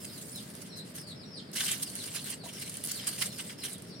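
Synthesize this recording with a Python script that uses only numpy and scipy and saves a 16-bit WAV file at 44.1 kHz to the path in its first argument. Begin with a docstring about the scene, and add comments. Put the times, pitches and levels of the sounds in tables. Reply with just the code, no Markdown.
"""Over a yard's low, distant rumble, fingers lightly rub a dried flower head on paper, close by. Tiny
florets fracture in clumps, a crisp crackle above a lower rustle, with a fine sizzle that soon dies away.
From the outset small birds keep up falling peeps, and now and then a stalk snaps. After a lull, from
1.5 s, the head is pressed and pulled harder, so crunches and snaps grow louder. Soft, hollow bumps
sound near 2.4 s and 3.3 s, and the rubbing fades just before the end at 4 s."""
import sys
import numpy as np
from scipy import signal
from scipy.fft import rfft, irfft, next_fast_len
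from scipy.io import wavfile
from scipy.ndimage import uniform_filter1d, map_coordinates

SR = 44100
rng = np.random.default_rng(int(sys.argv[2]) if len(sys.argv) > 2 else 0)


def bounce(signal):
    """Save signal as a 16-bit WAV file at the path given by the first command-line argument."""
    frames = np.transpose(np.atleast_2d(signal))
    limited = np.clip(frames, -1, 1)
    pcm = np.round(limited * 32767).astype(np.int16)
    wavfile.write(sys.argv[1], SR, pcm)


N = 176400

# Levels are relative. Spectral densities of the distant rumble and the outdoor air: f/Hz, level/dB
RUMBLE_SPECTRUM = [(15, -64), (25, -33), (54, -25), (102, -4), (179, 1), (308, -6.5), (349, -10.5),
                   (401, -8), (560, -14), (609, -11), (700, -20), (910, -62), (1540, -120)]
AIR_SPECTRUM = [(350, -24), (600, -1.5), (1050, -4), (1900, -3.5), (2900, -8.5), (4200, -7), (5300, -4),
                (6000, -22), (9000, -14.5), (12000, -24), (16000, -28)]
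# Likeness of the background at the two ears: f/Hz, correlation
EAR_COHERENCE = [(60, 0.88), (130, 1), (290, 0.81), (640, 0.23), (1500, 0.062), (7000, 0.046)]
# Finger strokes: start t/s, end t/s, crackle level/dB, rustle level/dB
FINGER_STROKES = [(0, 0.182, -50, -61.5), (0.174, 0.415, -49.5, -68), (0.415, 0.51, -51.5, -63.5),
                  (0.54, 0.678, -53, -61), (0.753, 0.79, -50, -69), (0.845, 0.913, -55, -64.5),
                  (0.938, 1, -47.5, -60), (1.067, 1.112, -53.5, -70), (1.528, 1.55, -41.5, -53),
                  (1.55, 1.724, -35.5, -44.5), (1.717, 1.777, -40, -48.5), (1.793, 1.825, -40, -50.5),
                  (1.86, 1.968, -46, -57), (1.948, 2.135, -44.5, -54.5), (2.143, 2.173, -45, -42.5),
                  (2.192, 2.255, -45, -56.5), (2.254, 2.331, -39.5, -50.5), (2.435, 2.495, -46, -54.5),
                  (2.524, 2.67, -45.5, -54), (2.668, 2.862, -46, -55.5), (2.868, 2.967, -40, -51),
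                  (2.98, 3.08, -47, -50.5), (3.098, 3.193, -42.5, -50.5), (3.175, 3.265, -38.5, -48),
                  (3.313, 3.383, -47, -59), (3.374, 3.413, -42.5, -53), (3.437, 3.525, -47.5, -56),
                  (3.578, 3.63, -48.5, -57), (3.631, 3.662, -38.5, -45.5), (3.672, 3.734, -45.5, -56),
                  (3.776, 3.897, -58.5, -66.5)]
# Clumps of florets giving way: peak t/s, half-length t/s, crackle level/dB, rustle level/dB
CLUMP_CRUNCHES = [(0.05, 0.004, -43, -43.5), (0.223, 0.007, -41, -59), (0.623, 0.0075, -42, -56),
                  (0.964, .006, -42.5, -50), (0.984, 0.0048, -43, -46), (1.573, 0.0065, -51, -34.5),
                  (1.609, 0.0053, -36, -31), (1.667, 0.0042, -31.5, -36.5), (1.693, 0.0099, -37, -35.5),
                  (1.715, 0.0042, -29.5, -37), (1.831, 0.0058, -27, -44.5), (2.041, 0.004, -36, -45),
                  (2.062, 0.0034, -33, -55), (2.16, 0.016, -35.5, -39.5), (2.331, 0.0078, -57, -40),
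                  (2.624, 0.01, -40.5, -41.5), (2.886, 0.005, -38, -62), (2.919, 0.004, -37, -58),
                  (3.076, 0.0056, -26.5, -39), (3.088, 0.0065, -32, -42.5), (3.222, 0.007, -27, -29),
                  (3.4, 0.0059, -51, -36), (3.501, 0.0055, -61, -39.5), (3.735, 0.0059, -41, -60)]
# Spectral densities of the crackle and the rustle: f/Hz, level/dB
CRACKLE_SPECTRUM = [(100, -60), (1500, -15), (3000, -25.5), (4500, -8.5), (6400, -9.5), (7600, -7),
                    (8700, 0.5), (9700, -2), (11300, -10), (13500, -12), (16000, -17.5)]
RUSTLE_SPECTRUM = [(40, -70), (250, -26), (600, -13.5), (1000, -10), (1500, -8), (2050, -2), (2500, -4.5),
                   (3000, -3), (3600, -0.5), (4200, -1.5), (5200, -4.5), (7000, -11.5), (15000, -46)]
# Balance of the crackle between the ears: f/Hz, left minus right level/dB
CRACKLE_PAN = [(3000, -2.5), (6500, 2), (8300, 1.5), (10000, -6), (13000, -1.5)]
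# Stem resonances: centre f/Hz, bandwidth f/Hz, level/dB
STEM_RESONANCES = [(2872, 49, 6.5), (3110, 93, 5.5), (3530, 130, -14)]
# Bird calls: start t/s, length t/s, start f/Hz, end f/Hz, level/dB
BIRD_PEEPS = [(0, 0.11, 5260, 3690, -57), (0.086, 0.1, 5220, 3680, -54), (0.319, 0.093, 5380, 4310, -54),
              (0.346, 0.056, 4146, 2980, -49), (0.689, 0.096, 5590, 4470, -56),
              (0.705, 0.037, 4234, 3860, -51), (0.761, 0.048, 4116, 3950, -49),
              (0.972, 0.068, 5540, 4610, -52), (1.053, 0.071, 4670, 3600, -49.5),
              (1.151, 0.1, 5440, 3610, -55), (1.25, 0.18, 5600, 4800, -57.5),
              (1.314, 0.091, 5315, 2930, -47), (1.451, 0.058, 5100, 3560, -59.5),
              (1.825, 0.067, 5370, 4400, -49), (1.972, 0.051, 4450, 3300, -46),
              (2.204, 0.051, 4660, 3650, -52), (2.379, 0.075, 4660, 3770, -55),
              (2.5, 0.12, 5610, 4910, -54), (2.609, 0.074, 4420, 3620, -54), (2.931, 0.05, 4650, 3740, -47),
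              (2.978, 0.076, 5350, 4730, -51), (3.264, 0.067, 4630, 3350, -51.5),
              (3.299, 0.09, 5460, 4470, -53), (3.578, 0.05, 5450, 4900, -50),
              (3.61, 0.043, 4260, 3660, -50), (3.701, 0.06, 4140, 3250, -55),
              (3.875, 0.039, 5450, 5220, -57.5), (3.891, 0.058, 4790, 3740, -54.5),
              (3.946, 0.085, 5530, 4600, -52)]
# Strength of a peep along its glide: f/Hz, level/dB
PEEP_GAIN = [(3200, -2.5), (4200, 1.5), (5000, -1), (5700, 1)]
# Dry stalks breaking: t/s, level/dB
STALK_SNAPS = [(.359, -31.5), (.538, -45), (.552, -38.5), (.563, -46), (1.015, -42), (1.516, -43),
               (1.639, -29), (1.646, -30), (1.954, -31), (2.243, -33.5), (2.696, -32), (2.741, -35.5),
               (2.753, -38), (2.77, -32.5), (2.839, -29.5), (2.848, -30.5), (2.852, -31.5), (2.861, -29),
               (2.873, -30), (2.917, -27), (3.782, -42), (3.822, -42.5)]
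# Stalks ring higher than florets: f/Hz, level/dB
STALK_TILT = [(5500, -3), (8200, 0.5)]
# Soft, hollow bumps: t/s, f/Hz, level/dB
HOLLOW_BUMPS = [(2.433, 641, -39), (2.458, 663, -42.5), (2.458, 930, -45), (3.268, 590, -42.5)]

YARD_T60_S = 0.11


def amp(db):
    return 10 ** (np.asarray(db) / 20)


def unit_rms(x):
    return x / np.sqrt(np.mean(x ** 2) + 1e-20)


def along(points, hz):
    """Interpolation of (f/Hz, value) points on a logarithmic frequency axis."""
    f, values = np.transpose(points)
    return np.interp(np.log(hz + 1), np.log(f + 1), values)


def wobble(per_s):
    """Random modulation: a spline through per_s Gaussian knots a second."""
    return map_coordinates(rng.standard_normal(N // 8), [np.arange(N) * per_s / SR], mode="wrap")


def filtered(x, response):
    """Linear filtering: the spectrum is multiplied by a frequency response."""
    size = next_fast_len(N + SR // 2)
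    return irfft(rfft(x, size) * response(np.fft.rfftfreq(size, 1 / SR)), size)[..., :N]


def minimum_phase(spectrum, hz):
    """Causality: folding the cepstrum gives a response that rings only after it is excited."""
    cepstrum = irfft(np.log(amp(along(spectrum, hz))))
    cepstrum[1:len(cepstrum) // 2] *= 2
    cepstrum[len(cepstrum) // 2 + 1:] = 0
    return np.exp(rfft(cepstrum))


def reverberation(x, t60):
    """A diffuse field decays exponentially, with a different tail at each ear."""
    t = np.arange(SR // 3) / SR
    tail = rng.standard_normal((2, len(t))) * amp(-60 * t / t60)
    return signal.fftconvolve(np.atleast_2d(x), tail / np.linalg.norm(tail[0]), axes=1)[:, :N]


def outdoor_noise(spectrum):
    """Interaural coherence: steady noise is nearly alike at both ears in the bass, unlike in the treble."""
    def mid_side(hz):
        angle = np.arccos(along(EAR_COHERENCE, hz)) / 2
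        return amp(along(spectrum, hz)) * [np.cos(angle), np.sin(angle)]
    mid, side = filtered(rng.standard_normal((2, N)), mid_side)
    return unit_rms(np.array([mid + side, mid - side]))


def finger_envelopes(rise_s=0.0064, fade_s=0.023, clump_db=1.5, grip_db=1.1, rustle_gain_db=3):
    """Incoherent sources add in power: strokes and crunches sum to the rms of crackle and rustle."""
    t = np.arange(N) / SR
    crackle_power, rustle_power = np.zeros((2, N))
    for start, end, crackle_db, rustle_db in FINGER_STROKES:
        press = np.clip((t - start) / rise_s, 0, 1) * np.exp(-np.maximum(t - end, 0) / fade_s)
        crackle_power += (amp(crackle_db) * press) ** 2
        rustle_power += (amp(rustle_db) * press) ** 2
    bunching_db = clump_db * wobble(per_s=130)  # florets give way in bunches
    crackle_power *= amp(bunching_db) ** 2
    rustle_power *= amp(rustle_gain_db + bunching_db + grip_db * wobble(per_s=160)) ** 2
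    for at, half_length, crackle_db, rustle_db in CLUMP_CRUNCHES:
        swell = np.exp(-((t - at) / half_length) ** 2)
        crackle_power += amp(crackle_db) ** 2 * swell
        rustle_power += amp(rustle_db) ** 2 * swell
    return np.sqrt(crackle_power), np.sqrt(rustle_power)


def fractures(coherence=0, per_s=5000, spread_db=2, scatter_t60_s=0.02, scatter_db=-4.5):
    """Shot noise: tiny fractures of uneven size, each scattered briefly through the dry head."""
    breaks = rng.random(N) < per_s / SR
    size = breaks * amp(spread_db * np.minimum(rng.exponential(size=N), 5))
    energy_kept = amp(-120 / (scatter_t60_s * SR))  # per sample
    haze = np.sqrt(signal.lfilter([1], [1, -energy_kept], size ** 2))
    direct, scattered = rng.standard_normal((2, 3, N))  # each has rows left, right, common
    grains = unit_rms(size) * direct + amp(scatter_db) * unit_rms(haze) * scattered
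    return unit_rms(np.sqrt(coherence) * grains[2] + np.sqrt(1 - coherence) * grains[:2])


def radiated(source, rms, response, patch_db=3):
    """Source and filter: each clump adds its own colour, a random gain over about 1 kHz by 25 ms."""
    spectra = signal.stft(source, nperseg=256)[2]
    patches = uniform_filter1d(rng.standard_normal(spectra.shape[1:]), size=6, axis=0)
    patches = uniform_filter1d(patches, size=9, axis=1)
    patchy = signal.istft(spectra * amp(patch_db * unit_rms(patches)), nperseg=256)[1][:, :N]
    return filtered(patchy * rms, response) / filtered(patchy, response).std()


def pan(db):
    """An interaural level difference, left minus right, is split evenly between the ears."""
    return amp(np.outer([.5, -.5], db))


def sway(centre_db):
    """The image wanders as the interaural level difference drifts."""
    return pan(centre_db + 1.1 * wobble(per_s=24.97))


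def floret_response(hz):
    """Transfer function from a breaking floret to each ear."""
    return minimum_phase(CRACKLE_SPECTRUM, hz) * pan(along(CRACKLE_PAN, hz))


def floret_crackle(rms):
    """Brittle fracture: breaking florets emit brief impulses, rich in treble."""
    return radiated(fractures(), rms * sway(centre_db=0), floret_response)


def stem_rustle(rms, left_lag_s=.00003):
    """Resonance: fractures in the pressed head excite the lower modes of the stems."""
    def response(f):
        delay = np.exp(-2j * np.pi * np.outer([left_lag_s, 0], f))
        modes = sum(amp(db) * 1j * f * width / (centre ** 2 - f ** 2 + 1j * f * width)
                    for centre, width, db in STEM_RESONANCES)
        return delay * minimum_phase(RUSTLE_SPECTRUM, f) * (1 + modes)
    return radiated(fractures(coherence=0.55), rms * sway(centre_db=-1.2), response)


def seed_sizzle(level_db=-56, fade_s=.55, lowest_hz=11000):
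    """High-passed shot noise: loose seeds trickle onto the paper at the start, and the sizzle dies away."""
    fade = np.exp(-(np.arange(N) / SR / fade_s) ** 4)
    return amp(level_db) * fade * unit_rms(filtered(fractures(), lambda hz: hz > lowest_hz))


def bird_peeps(plunge=.5, overtone_db=-8.5, direct_db=-1, echo_db=4, t60_s=0.22):
    """Frequency modulation: each peep sags, then plunges and grows hoarse; reverberation smears it."""
    calls = np.zeros((2, N + SR))
    hoarseness = .062 * wobble(per_s=900)
    quaver = .008 * wobble(per_s=130)
    flutter_db = 2.2 * wobble(per_s=130)
    for at, length, start_hz, end_hz, db in BIRD_PEEPS:
        progress = np.linspace(0, 1, int(length * SR))
        first = int(at * SR)
        during = (first + np.arange(len(progress))) % N
        hz = start_hz + (end_hz - start_hz) * ((1 - plunge) * progress + plunge * progress ** 4)
        phase = 2 * np.pi * np.cumsum(hz * (1 + quaver[during] + progress * hoarseness[during])) / SR
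        swell = np.interp(progress, [0, .1, .49, 1], [0.42, 0.64, 0.81, 0.82])
        envelope = amp(db + flutter_db[during] + along(PEEP_GAIN, hz)) * swell
        overtone = amp(overtone_db + along([(3800, -5.5), (4600, 0), (5200, -31)], hz))
        calls[:, first:first + len(progress)] += envelope * (np.sin(phase) + overtone * np.sin(2 * phase))
    calls = calls[:, :N]
    return amp(direct_db) * calls + amp(echo_db) * reverberation(calls, t60_s)


def stalk_snaps(decay_s=0.0025, click_s=.0004, click_db=-4):
    """Impulsive excitation: a breaking stalk gives a click and a quickly damped burst of noise."""
    t = np.arange(N) / SR
    envelope = np.zeros(N)
    for at, db in STALK_SNAPS:
        age = abs(t - at)
        envelope += (t >= at) * amp(db) * (np.exp(-age / decay_s) + amp(click_db) * np.exp(-age / click_s))
    noise = rng.standard_normal((2, N))
    return radiated(noise, envelope, lambda hz: floret_response(hz) * amp(along(STALK_TILT, hz)))


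def hollow_bumps(rise_s=0.0058):
    """Damped oscillation: short tones with a rounded onset and unsteady phase, blurred by the yard."""
    bumps = np.zeros(N)
    for at, hz, db in HOLLOW_BUMPS:
        age = np.maximum(np.arange(N) / SR - at, 0)
        envelope = amp(db) * age / rise_s * np.exp(1 - age / rise_s)
        bumps += envelope * np.sin(2 * np.pi * hz * age + 0.75 * wobble(per_s=300))
    return .5 * bumps + .5 * reverberation(bumps, YARD_T60_S)


def scene(echo_db=-7, rumble_db=-48, air_db=-56.5):
    """Superposition: the close flower and its echo add to the birds, bumps and outdoor noise."""
    crackle_rms, rustle_rms = finger_envelopes()
    flower = floret_crackle(crackle_rms) + stem_rustle(rustle_rms) + stalk_snaps()
    flower += amp(echo_db) * reverberation(flower, YARD_T60_S)
    events = flower + seed_sizzle() + bird_peeps() + hollow_bumps()
    rumble = amp(rumble_db) * outdoor_noise(RUMBLE_SPECTRUM)
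    air = amp(air_db) * outdoor_noise(AIR_SPECTRUM)
    return events + rumble + air


def record(dry, top_hz=15950):
    """Band limiting: an ideal low-pass filter removes the highest treble."""
    return filtered(dry, lambda hz: hz < top_hz)


dry = scene()
out = record(dry)
bounce(out)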